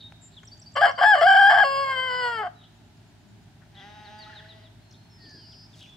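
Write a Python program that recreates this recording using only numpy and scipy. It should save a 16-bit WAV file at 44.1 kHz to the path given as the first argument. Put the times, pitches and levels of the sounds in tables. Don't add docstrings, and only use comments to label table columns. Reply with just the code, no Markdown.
import sys
import numpy as np
from scipy import signal
from scipy.fft import rfft, irfft, next_fast_len
from scipy.io import wavfile
from scipy.ndimage import uniform_filter1d, minimum_filter1d

SR = 44100
rng = np.random.default_rng(int(sys.argv[2]) if len(sys.argv) > 2 else 0)


def wav_record(signal):
    frames = np.transpose(np.atleast_2d(signal))
    bounded = np.clip(frames, -1, 1)
    quanta = np.round(bounded * 32767).astype(np.int16)
    wavfile.write(sys.argv[1], SR, quanta)


N = 262836
T = np.arange(N) / SR
SIZE = next_fast_len(2 * N)
BINS = np.maximum(np.arange(SIZE // 2 + 1) * SR / SIZE, 1)

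# (start [s], end [s])
CRY_SPANS = [(.808, 0.87), (1.006, 1.164), (1.209, 1.642)]
DRAWL_START_S, BREAK_S = CRY_SPANS[-1][1], .0082


def rooster(break_hz=640):
    # (centre [Hz], width [Hz], gain [dB])
    cry_modes = [(681, 80, 2.5), (740, 237, -3), (1180, 240, -8.5), (1639.7, 164, 1.5), (2160, 390, -22),
                 (3142, 300, -14.5), (4450, 370, -31.5), (4940, 300, -26), (5400, 360, -36),
                 (7600, 380, -39), (8710, 400, -43), (10200, 1700, -55.5), (13890, 2200, -60)]
    low_modes = [(630, 140, 4), (1030, 560, -1), (1600, 620, -4.5), (2086, 130, -2.5), (2764, 110, -12),
                 (3058, 200, -3), (4470, 370, -16.5), (4963, 180, -15.5), (4850, 700, -32),
                 (7680, 520, -30), (8800, 500, -40), (12700, 3500, -50.5)]
    shut_modes = [(406, 120, -18), (717.3, 140, 1.5), (1418, 630, -11), (2820, 170, -29)]
    # (centre [Hz], width [Hz], gain [dB])
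    cavities = [(2426, 160, -9), (3760, 200, -8), (6250, 380, -6)]
    hz, loudness = crow_gesture()
    dips_db = sum(db * bell(BINS, centre, width) for centre, width, db in cavities)
    source = ground_bounce(shape(syrinx(hz), undb(dips_db)))
    crying = (1 + np.tanh((hz - break_hz) / 35)) / 2
    voice = blend(throat(source, low_modes, low_hz=490), throat(source, cry_modes, low_hz=648), crying)
    beak_shut = blend(.18, .85, (T - 2.287) / .13)
    voice = blend(hollow_start(voice), throat(source, shut_modes, low_hz=390), beak_shut)
    return steady(voice, size=400) * loudness


def crow_gesture(low_hz=586, scoop_hz=70, sag_hz=90.7, punch_db=2, fade_db_per_s=4.5):
    # (start [s], end [s], release [s])
    breaths = [(.753, .922, .025), (.976, 2.486, .014)]
    # (time [s], pitch [Hz])
    first_cry = [(.83, 778.9)]
    second_cry = [(1.02, 795.1), (1.042, 838.6), (1.092, 856.7), (1.114, 842.4), (1.136, 785), (1.15, 766)]
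    long_cry = [(1.232, 686.6), (1.244, 690.5), (1.27, 785.1), (1.37, 762.6), (1.4, 811.2), (1.42, 786.9),
                (1.514, 817.9), (1.592, 882.0), (1.62, 818.0)]
    drawl_pitch = [(1.65, 548.8), (1.758, 547.4), (1.808, 553.8), (1.99, 514.4), (2.06, 517.3),
                   (2.102, 500), (2.192, 498.2), (2.282, 480), (2.336, 464.2), (2.41, 429.5),
                   (2.426, 409.6), (2.444, 379), (2.47, 347.4)]
    sounding = sum(gate(start, end, .014, release) for start, end, release in breaths)
    pressure = sum(gate(start, end, .032, .032) for start, end, _ in breaths)
    scooped_hz = low_hz - scoop_hz * (1 - pressure)
    drawl_s = T - DRAWL_START_S + BREAK_S
    hz = np.where(drawl_s > 0, curves(drawl_pitch)[0], scooped_hz)
    db = np.where(drawl_s > 0, -25.5 - fade_db_per_s * drawl_s, -24.5)
    for (start, end), cry in zip(CRY_SPANS, (first_cry, second_cry, long_cry)):
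        crying = gate(start, end, BREAK_S, BREAK_S)
        sag = sag_hz * (1 - gate(start, end, BREAK_S, .03))
        punch = punch_db * np.exp(-np.abs(T - start) / .019)
        hz = blend(hz, curves(cry)[0] - sag, crying)
        db = blend(db, -14 + punch, crying)
    return hz, sounding * undb(db + 1.42 * wander(22))


def syrinx(hz, hoarseness=.036, jitter=.15, shimmer=.34, flutter_hz=44):
    # (start [s], end [s], roughness [0 is clean])
    rasps = [(.745, 0.79, 0.85), (0.813, 0.931, 0.66), (.97, 1.008, 0.61), (1.008, 1.061, 0.9),
             (1.149, 1.191, .75), (1.207, 1.242, .65), (1.333, 1.365, .5), (1.495, 1.623, 1.1),
             (2.425, 2.51, .6)]
    strain = gate(1.25, 1.66, .014, .3)
    bursts = sum(depth * gate(start, end, .006, .022) for start, end, depth in rasps)
    rough = hoarseness + .06 * strain + bursts
    flutter = np.sin(turn(flutter_hz * (1 + .15 * wander(15))))
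    vibrato = (.0025 + .025 * strain) * flutter
    phase = turn(hz * (1 + vibrato + .0047 * wander(140) + jitter * rough * wander(300)))
    doubling = (.04 + .018 * strain) * (1 + .5 * wander(12)) * np.cos(phase / 2)
    strength = 1 + doubling + (.03 + shimmer * rough) * wander(150)
    strength *= 1 + .25 * strain * flutter
    rush = (.099 + 1.5 * rough) * noise()
    rush += (1 + 1.5 * strain) * shape(noise(), BINS / np.hypot(BINS, 9000))
    return pulses(phase, hz, count=32) * strength + (1 + np.cos(phase)) * rush


def hollow_start(voice, centre_hz=1890, width_hz=520, dip_db=-13):
    hollow = shape(voice, undb(dip_db * bell(BINS, centre_hz, width_hz)))
    return blend(voice, hollow, gate(DRAWL_START_S, 1.92, BREAK_S, .13))


def ground_bounce(x, lag_s=.0026, bounce=.21):
    sway = 1 + .037 * wander(5.1)
    late = np.interp(T - lag_s * sway, T, x)
    return (x + bounce * late) / np.hypot(1, bounce)


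def sheep(start_s=3.715, end_s=4.69, narrow_s=4.406, pitch_hz=206.7, rise_hz_per_s=14):
    # (centre [Hz], width [Hz], gain [dB])
    open_modes = [(205, 71, -2), (399, 30, -4), (737, 190, 4.5), (832, 83, 8.5), (1120, 500, -12),
                  (1630, 510, -1), (1985, 120, 4), (2990, 1300, -6), (3800, 120, 0.5), (5000, 1100, -15),
                  (6080, 310, -14.5)]
    narrow_modes = [(632.4, 260, 5.5), (910, 140, -20), (1490, 1200, -10), (2000, 170, 2), (3000, 770, -3),
                    (4770, 1000, -8.5)]
    # (time [s], dip [Hz])
    catches = [(3.756, 16), (3.807, 20.2), (4.062, 8.22), (4.36, 13), (4.595, 15)]
    dips_hz = sum(dip * spike(s, .0094, .03) for s, dip in catches)
    hz = pitch_hz + rise_hz_per_s * (T - start_s) - dips_hz
    phase = turn(hz * (1 + .00545 * wander(63)))
    source = pulses(phase, hz, count=36) + (1 + np.cos(phase)) * noise()
    narrowed = (1 + np.tanh((T - narrow_s) / .065)) / 2
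    voice = blend(throat(source, open_modes, low_hz=147), throat(source, narrow_modes, low_hz=150), narrowed)
    loudness = gate(start_s, end_s, .11, .052) * undb(-49.5 - 10 * narrowed)
    tremble = 1 + .046 * wander(12)
    return voice * tremble * loudness


def sheep_murmur(at_s=3.3, hz=197, db=-55):
    phase = turn(hz * (1 + .035 * wander(32)))
    return undb(db) * bell(T, at_s, .085) * (np.sin(phase) + .16 * np.sin(2 * phase))


def birds(waver=.0072, flicker=.1):
    out = np.zeros(2 * N)
    wobble, swell, shake = wander(350), wander(90), wander(200)
    for s, length, start, middle, end, db, scratch in bird_notes():
        progress = np.linspace(0, 1, max(int(length * SR), 8))
        span = max(int(s * SR), 0) + np.arange(len(progress))
        wrapped = span % N
        glide_hz = np.polyval(np.polyfit([0, .5, 1], [start, middle, end], 2), progress)
        hz = glide_hz * (1 + (waver + .13 * scratch) * wobble[wrapped])
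        arch = 1.7 * np.abs(np.sin(np.pi * progress)) ** (.45 + 1.3 * scratch)
        tremble = 1 + flicker * swell[wrapped] + .5 * scratch * shake[wrapped]
        out[span] += undb(db) * arch * tremble * np.sin(turn(hz))
    return out[:N]


def bird_notes(tick_s=.011, tick_gap_s=.0158, twitter_notes=7):
    # (offset [s], length [s], start [Hz], middle [Hz], end [Hz], level [dB])
    phrase = [(0, .008, 5700, 6596, 7470, -61.5), (0.021, 0.01, 7100, 7545, 8200, -54),
              (0.042, .017, 5850, 5600, 4700, -51.5), (0.085, .03, 4350, 4734, 4500, -49)]
    phrase_starts = [0.43, .574, 0.718, .869, 1.163]
    # (time [s], length [s], start [Hz], level [dB])
    slurs = [(0.364, 0.032, 3870, -49), (4.043, .051, 4540, -56.5), (4.215, .039, 4500, -51),
             (4.349, .058, 4200, -50.5), (4.484, 0.054, 4200, -53), (4.63, 0.057, 4120, -60),
             (5.24, 0.03, 3650, -64), (5.516, 0.031, 3600, -60.5), (5.729, .027, 3800, -58.5)]
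    # (time [s], ticks [count], start [Hz], level [dB])
    tick_runs = [(1.83, 1, 6425, -57), (2.97, 1, 5687, -67), (4.908, 2, 6590, -56.5),
                 (5.291, 2, 7150, -60.5), (5.522, 1, 6740, -65), (5.702, 2, 6810, -69),
                 (5.845, 4, 6750, -67)]
    # (time [s], length [s], start [Hz], end [Hz], level [dB])
    whistles = [(0, 0.094, 3750, 3700, -49.5), (.21, 0.088, 7570, 7450, -58.5),
                (0.216, 0.073, 7270, 7050, -56.5), (2.548, 0.091, 4000, 3650, -65.5),
                (4.18, 0.044, 4780, 4420, -53), (4.795, 0.35, 4200, 4250, -69.5),
                (5.093, 0.12, 5450, 5080, -63), (5.175, .23, 1914, 1628, -61.5),
                (5.362, .12, 3380, 2800, -67.5), (5.857, 0.11, 3460, 3450, -56.5)]
    scolds = [(0, .04, 3950, 3496, -50.5), (0.311, .06, 4120, 3950, -63), (2.581, 0.117, 3590, 3390, -61),
              (3.739, 0.103, 3410, 3400, -55), (4.925, .05, 3700, 3550, -61.5),
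              (5.775, .11, 3850, 2500, -53.5)]
    # (start [s], end [s], note length [s], pitch [Hz], pitch scatter [share], level [dB])
    twitters = [(2.757, 3.5, 0.044, 7080, 0.016, -77), (4.26, 4.483, 0.02536, 1600, 0.202, -54.5)]
    notes = [(at + s, *note, 0) for at in phrase_starts for s, *note in phrase]
    notes += [(s, length, hz, hz * .895, hz * .73, db, .08) for s, length, hz, db in slurs]
    notes += [(s + k * tick_gap_s, tick_s, hz, hz * .85, hz * .65, db, .2)
              for s, ticks, hz, db in tick_runs for k in range(round(ticks))]
    for calls, scratch in ((whistles, .03), (scolds, .56)):
        notes += [(s, length, start, (start + end) / 2, end, db, scratch)
                  for s, length, start, end, db in calls]
    for start, end, length, hz, scatter, db in twitters:
        for k, (late, loud, *bends) in enumerate(rng.uniform(-1, 1, (twitter_notes, 5))):
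            s = start + (end - start) * (k + .2 * late) / twitter_notes
            pitches = hz * (1 + scatter * np.array(bends))
            notes.append((s, length, *pitches, db + 3 * loud, scatter))
    return notes


def buzzing_bird(start_s=5.18, end_s=5.685, pitch_hz=4620, rise_hz_per_s=920, trill_hz=325, db=-53.5):
    hz = pitch_hz + rise_hz_per_s * (T - start_s)
    trill = turn(trill_hz * (1 + .0299 * wander(42)))
    phase = turn(hz * (1 + .00492 * wander(179))) + .93 * np.sin(trill)
    throb = 1 + .66 * np.cos(trill + 1.53)
    return unit(throb * np.sin(phase)) * undb(db) * gate(start_s, end_s, .048, .048)


def rustles_and_rumble(grain_spread_db=9.3):
    # (time [s], rise [s], fall [s], centre [Hz], width [Hz], peak level [dB])
    bursts = [(0.123, 0.00081, 0.003, 1060, 2960, -43), (0.434, 0.00094, 0.0045, 1430, 1800, -48.5),
              (2.39, .001, 0.0034, 9020, 9266, -54.5), (3.62, 0.0059, 0.027, 1516, 709, -59.5),
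              (4.19, .001, 0.0035, 8000, 6950, -58), (5.24, 0.0087, 0.06, 292, 157.8, -53.5),
              (5.35, 0.018, 0.052, 305, 200, -55.5), (5.776, 0.036, 0.083, 4710, 4810, -57.5)]
    out = 0
    for s, rise, fall, hz, width, db in bursts:
        clicks = noise() * undb(grain_spread_db * noise())
        grains = unit(resonate(clicks, [(hz, width, 0)], low_hz=205))
        out += undb(db) * grains * spike(s, rise, fall)
    return out


def engine():
    # (frequency [Hz], level [dB])
    hum_tones = [(53.9, -67.5), (95, -66.5), (107.9, -57), (117, -71.5), (149, -73), (162, -64), (228, -69),
                 (251, -76.5)]
    speed = 1 + .0025 * wander(3.3)
    out = 0
    for hz, db in hum_tones:
        tone = np.sin(turn(hz * speed) + rng.uniform(0, 2 * np.pi))
        out += undb(db) * unit(tone * (1 + .22 * wander(4.7)))
    return out


def outdoor_air(mid_db=-56):
    # (frequency [Hz], relative level [dB])
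    air_spectrum = [(15, -53), (25, -16.5), (113, -5), (246, -11.5), (421, -18.5), (495, -37.5),
                    (598, -18.5), (782, -21), (848, -20), (1140, -30), (1570, -25.5), (2170, -30),
                    (3830, -31), (4150, -32), (15500, -51)]
    colour = undb(spectra(air_spectrum)[0])
    width = .22 + BINS / (BINS + 1500)
    mid, side = shape(noise(), colour), shape(noise(), colour * width)
    stereo = (mid + side * np.array([[1], [-1]])) / np.std(mid)
    return stereo * undb(mid_db + .27 * wander(4))


def yard_echo(x, wet_db, t60_s, dull_hz, build_s=.0027):
    decay = np.exp(-np.log(1000) * T / t60_s) * np.clip(T / build_s, 0, 1)
    tails = [noise() * decay / np.sqrt(np.sum(decay ** 2)) for _ in range(2)]
    return undb(wet_db) * shape(x, rfft(tails, SIZE) / np.hypot(1, BINS / dull_hz))


def from_left(x):
    # (frequency [Hz], level difference [dB], phase lead [rad])
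    ports = [(200, 2.5, 0), (750, -0.5, 0.33), (1100, 0, 1.2), (1528, 8, 0.32), (1960, 7.5, 0.99),
             (2600, 8, -0.6), (3246, 3, 0.65), (5000, 1.5, .7), (8000, 1.5, .5), (13000, 0, 1.8)]
    db, lead = spectra(ports)
    left = undb(db / 2) * np.exp(1j * lead / 2)
    pair = np.array([left, 1 / left])
    return shape(x, pair / np.abs(pair.mean(axis=0)))


def throat(source, modes, low_hz):
    return steady(resonate(source, modes, low_hz))


def resonate(x, modes, low_hz):
    power = sum(undb(db) ** 2 / (1 + ((BINS - hz) / width * 2) ** 2) ** 2 for hz, width, db in modes)
    power = power / (1 + (low_hz / BINS) ** 12) + 1e-10
    cepstrum = irfft(np.log(power), SIZE)
    cepstrum[0] /= 2
    cepstrum[SIZE // 2:] = 0
    return shape(x, np.exp(rfft(cepstrum)))


def pulses(phase, hz, count):
    return sum(np.cos(k * phase) * (k * hz < SR / 2.2) for k in range(1, count + 1))


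def turn(hz):
    return 2 * np.pi * np.cumsum(hz) / SR


def noise():
    return rng.standard_normal(N)


def wander(hz):
    return unit(shape(noise(), bell(BINS, 0, hz)))


def shape(x, gain):
    return irfft(rfft(x, SIZE) * gain, SIZE)[..., :N]


def steady(x, size=660):
    return x / np.sqrt(np.maximum(uniform_filter1d(x ** 2, size), 0) + 1e-9)


def gate(start, end, attack, release):
    return np.clip(np.minimum((T - start) / attack, (end - T) / release), 0, 1)


def spike(at_s, rise_s, fall_s):
    return np.exp(-np.maximum((at_s - T) / rise_s, (T - at_s) / fall_s))


def bell(x, centre, width):
    return np.exp(-((x - centre) / width) ** 2)


def blend(a, b, share):
    share = np.clip(share, 0, 1)
    return a * (1 - share) + b * share


def curves(table):
    s, *columns = np.transpose(table)
    return [np.interp(T, s, c) for c in columns]


def spectra(table):
    hz, *columns = np.transpose(table)
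    return [np.interp(np.log(BINS), np.log(hz), c) for c in columns]


def undb(db):
    return 10 ** (np.asarray(db) / 20)


def unit(x):
    return x / np.sqrt(np.mean(x ** 2))


def scene():
    crow = rooster()
    bleat = sheep() + sheep_murmur()
    song = birds() + buzzing_bird()
    direct = from_left(crow + bleat + rustles_and_rumble()) + song * undb([[.5], [-.5]])
    echoes = yard_echo(crow, wet_db=-8, t60_s=.19, dull_hz=8000)
    echoes += yard_echo(crow, wet_db=-21.5, t60_s=.8, dull_hz=5000)
    echoes += yard_echo(bleat, wet_db=-2.5, t60_s=.81, dull_hz=6000)
    echoes += yard_echo(song, wet_db=-4.5, t60_s=.71, dull_hz=8000)
    return direct + echoes + engine() + outdoor_air()


def record(dry, ceiling=.62, low_hz=46, top_hz=15650):
    x = signal.sosfilt(signal.butter(6, low_hz, "highpass", fs=SR, output="sos"), dry)
    allowed_gain = np.minimum(1, ceiling / (np.abs(x).max(axis=0) + 1e-9))
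    limited = x * uniform_filter1d(minimum_filter1d(allowed_gain, size=200), size=200)
    return signal.sosfilt(signal.ellip(10, .2, 80, top_hz, fs=SR, output="sos"), limited)


dry = scene()
out = record(dry)
wav_record(out)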